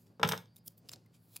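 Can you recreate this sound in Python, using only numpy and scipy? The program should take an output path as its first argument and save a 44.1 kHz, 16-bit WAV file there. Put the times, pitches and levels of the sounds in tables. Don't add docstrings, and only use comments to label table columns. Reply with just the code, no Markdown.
import sys
import numpy as np
from scipy import signal
from scipy.fft import rfft, irfft
from scipy.io import wavfile
from scipy.ndimage import uniform_filter1d

SR = 44100
rng = np.random.default_rng(int(sys.argv[2]) if len(sys.argv) > 2 else 0)


def output_pcm(signal):
    pcm = np.clip(np.atleast_2d(signal).T, -1, 1) * 32767
    wavfile.write(sys.argv[1], SR, np.round(pcm).astype(np.int16))


N = 61739

# start_s, relative_db, decay_s, bass_db, knee_hz, crack_db, top_db, thump_db
BLOWS = [(0.1967, -24.5, 0.006, 0.5, 1254, -15, -12, -14),
         (0.1999, -29.5, 0.0028, 16.5, 1000, -16.5, -13, -15),
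         (0.2144, -27.5, 0.005, 14, 1130, -12.5, -14.5, -23.5),
         (0.231, -4, 0.0033, -14.5, 1840, 0.5, -8, -7), (0.2345, -5.5, 0.0026, -1, 1810, -13, -22, 1),
         (0.2425, -21, 0.0041, 14, 1400, -14, -10.5, 4.5), (0.2494, -21.5, 0.003, 13.5, 1560, 11, -7, -1),
         (0.2756, -33.5, 0.00332, 4, 1683, 12, 20.5, -14.5), (0.2892, -15.5, 0.0047, -5, 1700, 3, 14, -2.5),
         (0.314, -16.5, 0.0025, -5, 1660, -4.5, -23, -4), (0.3206, -15.5, 0.0042, 3, 1670, 6, 6.5, -3),
         (0.3342, -13.5, 0.0019, -1.5, 1670, -13, -40, -10.5),
         (0.3377, -19.5, 0.0062, -10, 1700, -6, -33.5, -16.5),
         (0.3771, -34.5, .002, 9, 2300, 11.5, 15, -24), (0.4578, -54.5, 0.00088, 6, 2300, 10, 3, -43)]
# frequency_hz, gain_db
PAPER_SPECTRUM = [(100, -15), (500, -11.5), (1000, -5.5), (1500, -7.5), (1950, -9.5), (2700, -3.5),
                  (3500, -3), (5000, 0), (6000, -3.5), (7200, 0), (8400, -4.5), (10300, -1.5), (12000, -2),
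                  (14000, -1), (15800, -6)]
# frequency_hz, side_db
DIRECT_WIDTH = [(100, -29), (300, -22), (600, -12.5), (1200, -5.5), (2500, -9), (5000, -20), (14000, -17.5)]
# frequency_hz, side_db
DIFFUSE_WIDTH = [(100, -17.5), (300, -14), (700, -8.5), (1500, 0), (4000, -23.5), (14000, -24.5)]


def amp(db):
    return 10 ** (np.asarray(db) / 20)


def unit(x):
    return x / np.sqrt(np.mean(x ** 2) + 1e-20)


def read(points, hz):
    frequencies, values = np.transpose(points)
    return np.interp(np.log(hz + 1), np.log(frequencies), values)


def add(mix, start_s, sound):
    part = mix[:, max(round(start_s * SR), 0):][:, :sound.shape[1]]
    part += sound[:, :part.shape[1]]


def colour(x, *curves):
    hz = abs(np.fft.fftfreq(4096, 1 / SR))
    log_gain = np.log(amp(sum(read(curve, hz) for curve in curves)))
    response = np.exp(np.conj(signal.hilbert(log_gain)))
    taps = np.fft.ifft(response).real[:len(hz) // 2]
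    return signal.fftconvolve(x, taps[None], axes=1)[:, :x.shape[1]]


def widen(pair, width):
    side = colour(pair[1:], width)[0]
    return np.array([pair[0] + side, pair[0] - side])


def swell(t, rise_s, fall_s):
    return np.exp(np.where(t < 0, t / rise_s, -t / fall_s))


def ripple(depth_db, count=60):
    hz = np.linspace(2000, 16000, count)
    deviation = np.clip(rng.standard_normal(count - 1), -2, 1.5)
    return np.transpose([hz, depth_db * np.r_[0, deviation]])


def burst(rise_s, fall_s, lead_s=.01):
    t = np.arange(4096) / SR - lead_s
    envelope = swell(t, rise_s, fall_s)
    x = rng.standard_normal((2, len(t))) * envelope
    for _ in range(3):
        spectrum = rfft(x)
        x = irfft(spectrum / (abs(spectrum) + 1e-12))
        x *= envelope / np.sqrt(abs(uniform_filter1d(x ** 2, size=45, axis=1)) + 1e-14)
    return lead_s, widen(x / np.linalg.norm(x, axis=1, keepdims=True), DIRECT_WIDTH)


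def background():
    air_spectrum = [(25, -30), (60, -14.5), (85, -10), (110, 0), (170, -4.5), (300, -14), (500, -19),
                    (1000, -28.5), (2500, -37), (3800, -39), (4700, -30), (6000, -45), (15000, -46.5)]
    hum_tones = [(111, -69), (170, -72.5), (239, -78.5)]
    hand_spectrum = [(40, -19.5), (110, 4.5), (300, -0.5), (600, -6.5), (1200, -22.5), (4000, -36),
                     (15000, -49.5)]
    bumps = [(0.11, -63.5, .04, 0.022), (0.68, -59, 0.0043, 0.0075), (0.857, -60.5, 0.019, 0.012),
             (0.967, -59.5, 0.055, 0.015), (1.11, -66.5, 0.0065, 0.0077), (1.354, -68.5, 0.0247, 0.023)]
    t, air_db = np.arange(N) / SR, -67.5
    air, hand = (unit(colour(widen(rng.standard_normal((2, N)), DIFFUSE_WIDTH), spectrum))
                 for spectrum in (air_spectrum, hand_spectrum))
    hum = sum(amp(db) * np.sqrt(2) * np.sin(2 * np.pi * (hz * t + rng.random())) for hz, db in hum_tones)
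    motion = sum(amp(db) * swell(t - peak_s, rise_s, fall_s) for peak_s, db, rise_s, fall_s in bumps)
    return amp(air_db) * air + hum + motion * hand


def reverberation(x, echo_spectrum, build_s=.005):
    decay_times = [(100, 0.26), (400, 0.2541), (1200, 0.1943), (3500, 0.2668), (8000, 0.2), (15000, 0.18)]
    hz, t, bands = signal.stft(rng.standard_normal((2, SR * 3 // 4)), SR, nperseg=256)
    rate = np.log(1000) / read(decay_times, hz)[:, None]
    equal_energy = np.sqrt(2 * rate / SR)
    tail = signal.istft(bands * np.exp(-rate * t) * equal_energy, SR, nperseg=256)[1]
    tail *= 1 - np.exp(-(np.arange(tail.shape[1]) / SR / build_s) ** 2)
    response = colour(widen(tail, DIFFUSE_WIDTH), echo_spectrum)
    return signal.fftconvolve(x.mean(0)[None], response, axes=1)[:, :N]


def with_reflections(x):
    bounces = [(.0029, -17), (.0047, -18.5), (.0083, -21.5)]
    out = x.copy()
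    for delay_s, db in bounces:
        add(out, delay_s, rng.choice([-1, 1]) * amp(db) * x)
    return out


def from_left(x):
    left_lift = [(150, -0.7), (700, 0.9), (2400, 0.6), (6000, -0.5)]
    right_shade = [(hz, -db) for hz, db in left_lift]
    return np.vstack([colour(x[:1], left_lift), colour(x[1:], right_shade)])


def whistle(level_db=-82, waver_hz=69.5):
    glides = [(.465, .09, 4570, 4700), (0.568, 0.058, 4980, 4920)]
    out = np.zeros((2, N))
    for start_s, length_s, from_hz, to_hz in glides:
        count = round(length_s * SR)
        waver = unit(uniform_filter1d(rng.standard_normal(N), size=120))[:count]
        hz = np.linspace(from_hz, to_hz, count) + waver_hz * waver
        tone = np.sqrt(2) * np.sin(2 * np.pi * np.cumsum(hz) / SR) * signal.windows.tukey(count, .5)
        add(out, start_s, amp(level_db) * tone[None])
    return out


def rubs(grains_per_s=4500, spread_db=3, hiss_gain=0.91):
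    strokes = [(0.0, -71, .02, 0.064, 6), (0.067, -73.5, .005, 0.019, -5), (0.585, -63.5, 0.015, 0.0041, 5),
               (0.67, -50, 0.0076, 0.0078, 17), (0.705, -70, .01, .02, 7),
               (0.931, -52, 0.008, 0.0054, -2.5), (0.909, -70, 0.05, 0.069, -7),
               (1.148, -67, 0.01, 0.023, -5), (1.24, -72.5, 0.044, 0.045, 14),
               (1.361, -59.5, .04, 0.016, 6.5)]
    out, t = np.zeros((2, N)), np.arange(N) / SR
    for peak_s, db, rise_s, fall_s, top_db in strokes:
        sizes = amp(spread_db * np.minimum(rng.exponential(1, N), 4))
        contacts = rng.random(N) < grains_per_s / SR
        grains = unit(sizes * contacts * rng.standard_normal((2, N)))
        friction = widen(grains + hiss_gain * rng.standard_normal((2, N)), DIRECT_WIDTH)
        tilt = [(6500, 0.0017), (12500, top_db)]
        rustle = unit(colour(friction, PAPER_SPECTRUM, ripple(depth_db=3.5), tilt))
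        out += amp(db) * swell(t - peak_s, rise_s, fall_s) * rustle
    return out


def crease(hz, db, log_width=.085):
    offset = np.linspace(-3, 3, 17)
    return np.transpose([hz * np.exp(offset * log_width), db * np.exp(-offset ** 2)])


def snaps(gain_db=14):
    # peak_s, relative_db, rise_s, decay_s, body_db, top_db,
    # first_pitch_hz, first_boost_db, second_pitch_hz, second_boost_db
    flips = [(0.5615, -51.5, 0.00072, 0.0019, -7, 0, 5000, 0, 14400, 10),
             (0.5660, -51, 0.00063, 0.0011, 1, 8.5, 3750, 18, 10200, 8),
             (0.6615, -62, 0.00023, 0.00073, -24, 12, 12660, 7, 5500, 14),
             (0.6802, -36.5, 0.0026, 0.0016, -29, 10, 3350, 6.5, 5500, 3),
             (0.7793, -55.5, 0.003, 0.0093, -12.5, 5.5, 14500, 11, 4600, 2),
             (0.888, -40.5, 0.00026, 0.0025, -11, -4.5, 4980, 13.5, 10100, 8),
             (0.8929, -31, 0.00028, 0.0021, -1.5, -8, 4900, 7.5, 3700, 9.5),
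             (0.9167, -45, 0.00016, 0.0023, 10.5, 2, 7500, 18.5, 4500, 1),
             (0.9350, -33, 0.0012, 0.0033, 3.5, -4.5, 5000, 8, 3900, 8.5),
             (0.9597, -43.5, 0.0006, .002, -21, -17, 4800, 3.5, 3500, 0.5),
             (1.0615, -64, .001, 0.0048, 11, 3, 2080, 23, 10470, 4),
             (1.3620, -40, 0.0014, .001, 2, 3, 4700, 8, 13600, 4.5),
             (1.3654, -32.5, 0.00096, 0.0016, -2.5, 4, 2504, 11.5, 9900, 7),
             (1.3745, -47.5, .0005, 0.00094, 2, 3, 10000, 4, 4500, 3)]
    out = np.zeros((2, N))
    for peak_s, db, rise_s, decay_s, body_db, top_db, first_hz, first_db, second_hz, second_db in flips:
        lead_s, click = burst(rise_s, decay_s)
        resonances = crease(first_hz, first_db), crease(second_hz, second_db)
        tilt = [(1800, body_db), (3300, 0), (5500, 0), (12000, top_db)]
        tick = colour(click, PAPER_SPECTRUM, *resonances, tilt, ripple(depth_db=3.5))
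        add(out, peak_s - lead_s, amp(db + gain_db) * tick)
    return out


def free_vibration(modes, t):
    return sum(amp(db - 60 * t / t60_s) * np.sin(2 * np.pi * hz * t) for hz, db, t60_s in modes)


def ringing(thump_rise_s=.006):
    bench_modes = [(109.35, -43.5, 0.24), (174.7, -30.5, .19), (421.7, -38, .09)]
    object_modes = [(481, -38, 0.25), (528, -38, .2), (588, -46.5, .2), (811, -47, 0.23),
                    (908, -45.5, 0.14), (990, -43, 0.29), (1355, -43.5, 0.063), (1650, -47.5, .22),
                    (2240, -42.5, .15), (3120, -44, .15), (3380, -45.5, .13), (5400, -36, 0.084),
                    (11900, -56.5, 0.099), (13800, -53, .13)]
    out, t = np.zeros((2, N)), np.arange(SR // 2) / SR
    thump = free_vibration(bench_modes, t) * (1 - np.exp(-t / thump_rise_s))
    tone = free_vibration(object_modes, t)
    for start_s, db, _, _, knee_hz, crack_db, _, thump_db in BLOWS:
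        struck = colour(tone[None], [(knee_hz, db), (2 * knee_hz, db + crack_db)])
        add(out, start_s, amp(thump_db) * thump + struck)
    return out


def knocks(gain_db=17, rise_s=.0003):
    body_spectrum = [(40, -36), (70, -27), (110, 0.5), (220, -5), (300, -10), (480, 1.5), (740, -6),
                     (940, 4.5), (1200, -5.5), (1355, 3.5), (1500, -3), (1700, -1.5), (1970, -9.5),
                     (2230, -4), (2580, -11.5), (2760, -6), (3150, -6.5), (3730, -3.5), (4000, -10.5),
                     (4400, -20.5), (4750, -13), (5420, -7.5), (5680, -16), (6050, -11), (7250, -21),
                     (8500, -18), (9900, -28.5), (11300, -25), (11900, -19.5), (15500, -27.5)]
    out = np.zeros((2, N))
    for start_s, db, decay_s, bass_db, knee_hz, crack_db, top_db, _ in BLOWS:
        lead_s, impact = burst(rise_s, decay_s)
        tilt = [(350, bass_db), (950, 0), (knee_hz, 0), (2 * knee_hz, crack_db), (12000, top_db)]
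        clatter = colour(impact, body_spectrum, ripple(depth_db=1.5), tilt)
        add(out, start_s - lead_s, amp(db + gain_db) * clatter)
    return out


def scene():
    bench_echo = [(100, 1), (400, -4.5), (1200, -8), (3000, -7), (3700, -12), (4400, -5.5), (5400, -13),
                  (7000, -8.5), (14000, -1.5)]
    tape_echo = [(300, -8), (2000, -13.5), (6000, -18), (14000, -22.5)]
    blows, tape = knocks(), snaps() + rubs()
    blows_in_room = with_reflections(blows + reverberation(blows, bench_echo))
    bench = from_left(blows_in_room + ringing())
    tape_tail = with_reflections(reverberation(tape, tape_echo))
    return bench + tape + tape_tail + background() + whistle()


def record(dry, low_hz=65, high_hz=16200):
    bass_cut = signal.sosfilt(signal.butter(2, low_hz, "high", fs=SR, output="sos"), dry)
    low_pass = signal.firwin(255, high_hz, window=("kaiser", 8), fs=SR)
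    return signal.oaconvolve(bass_cut, low_pass[None], "same")


dry = scene()
out = record(dry)
output_pcm(out)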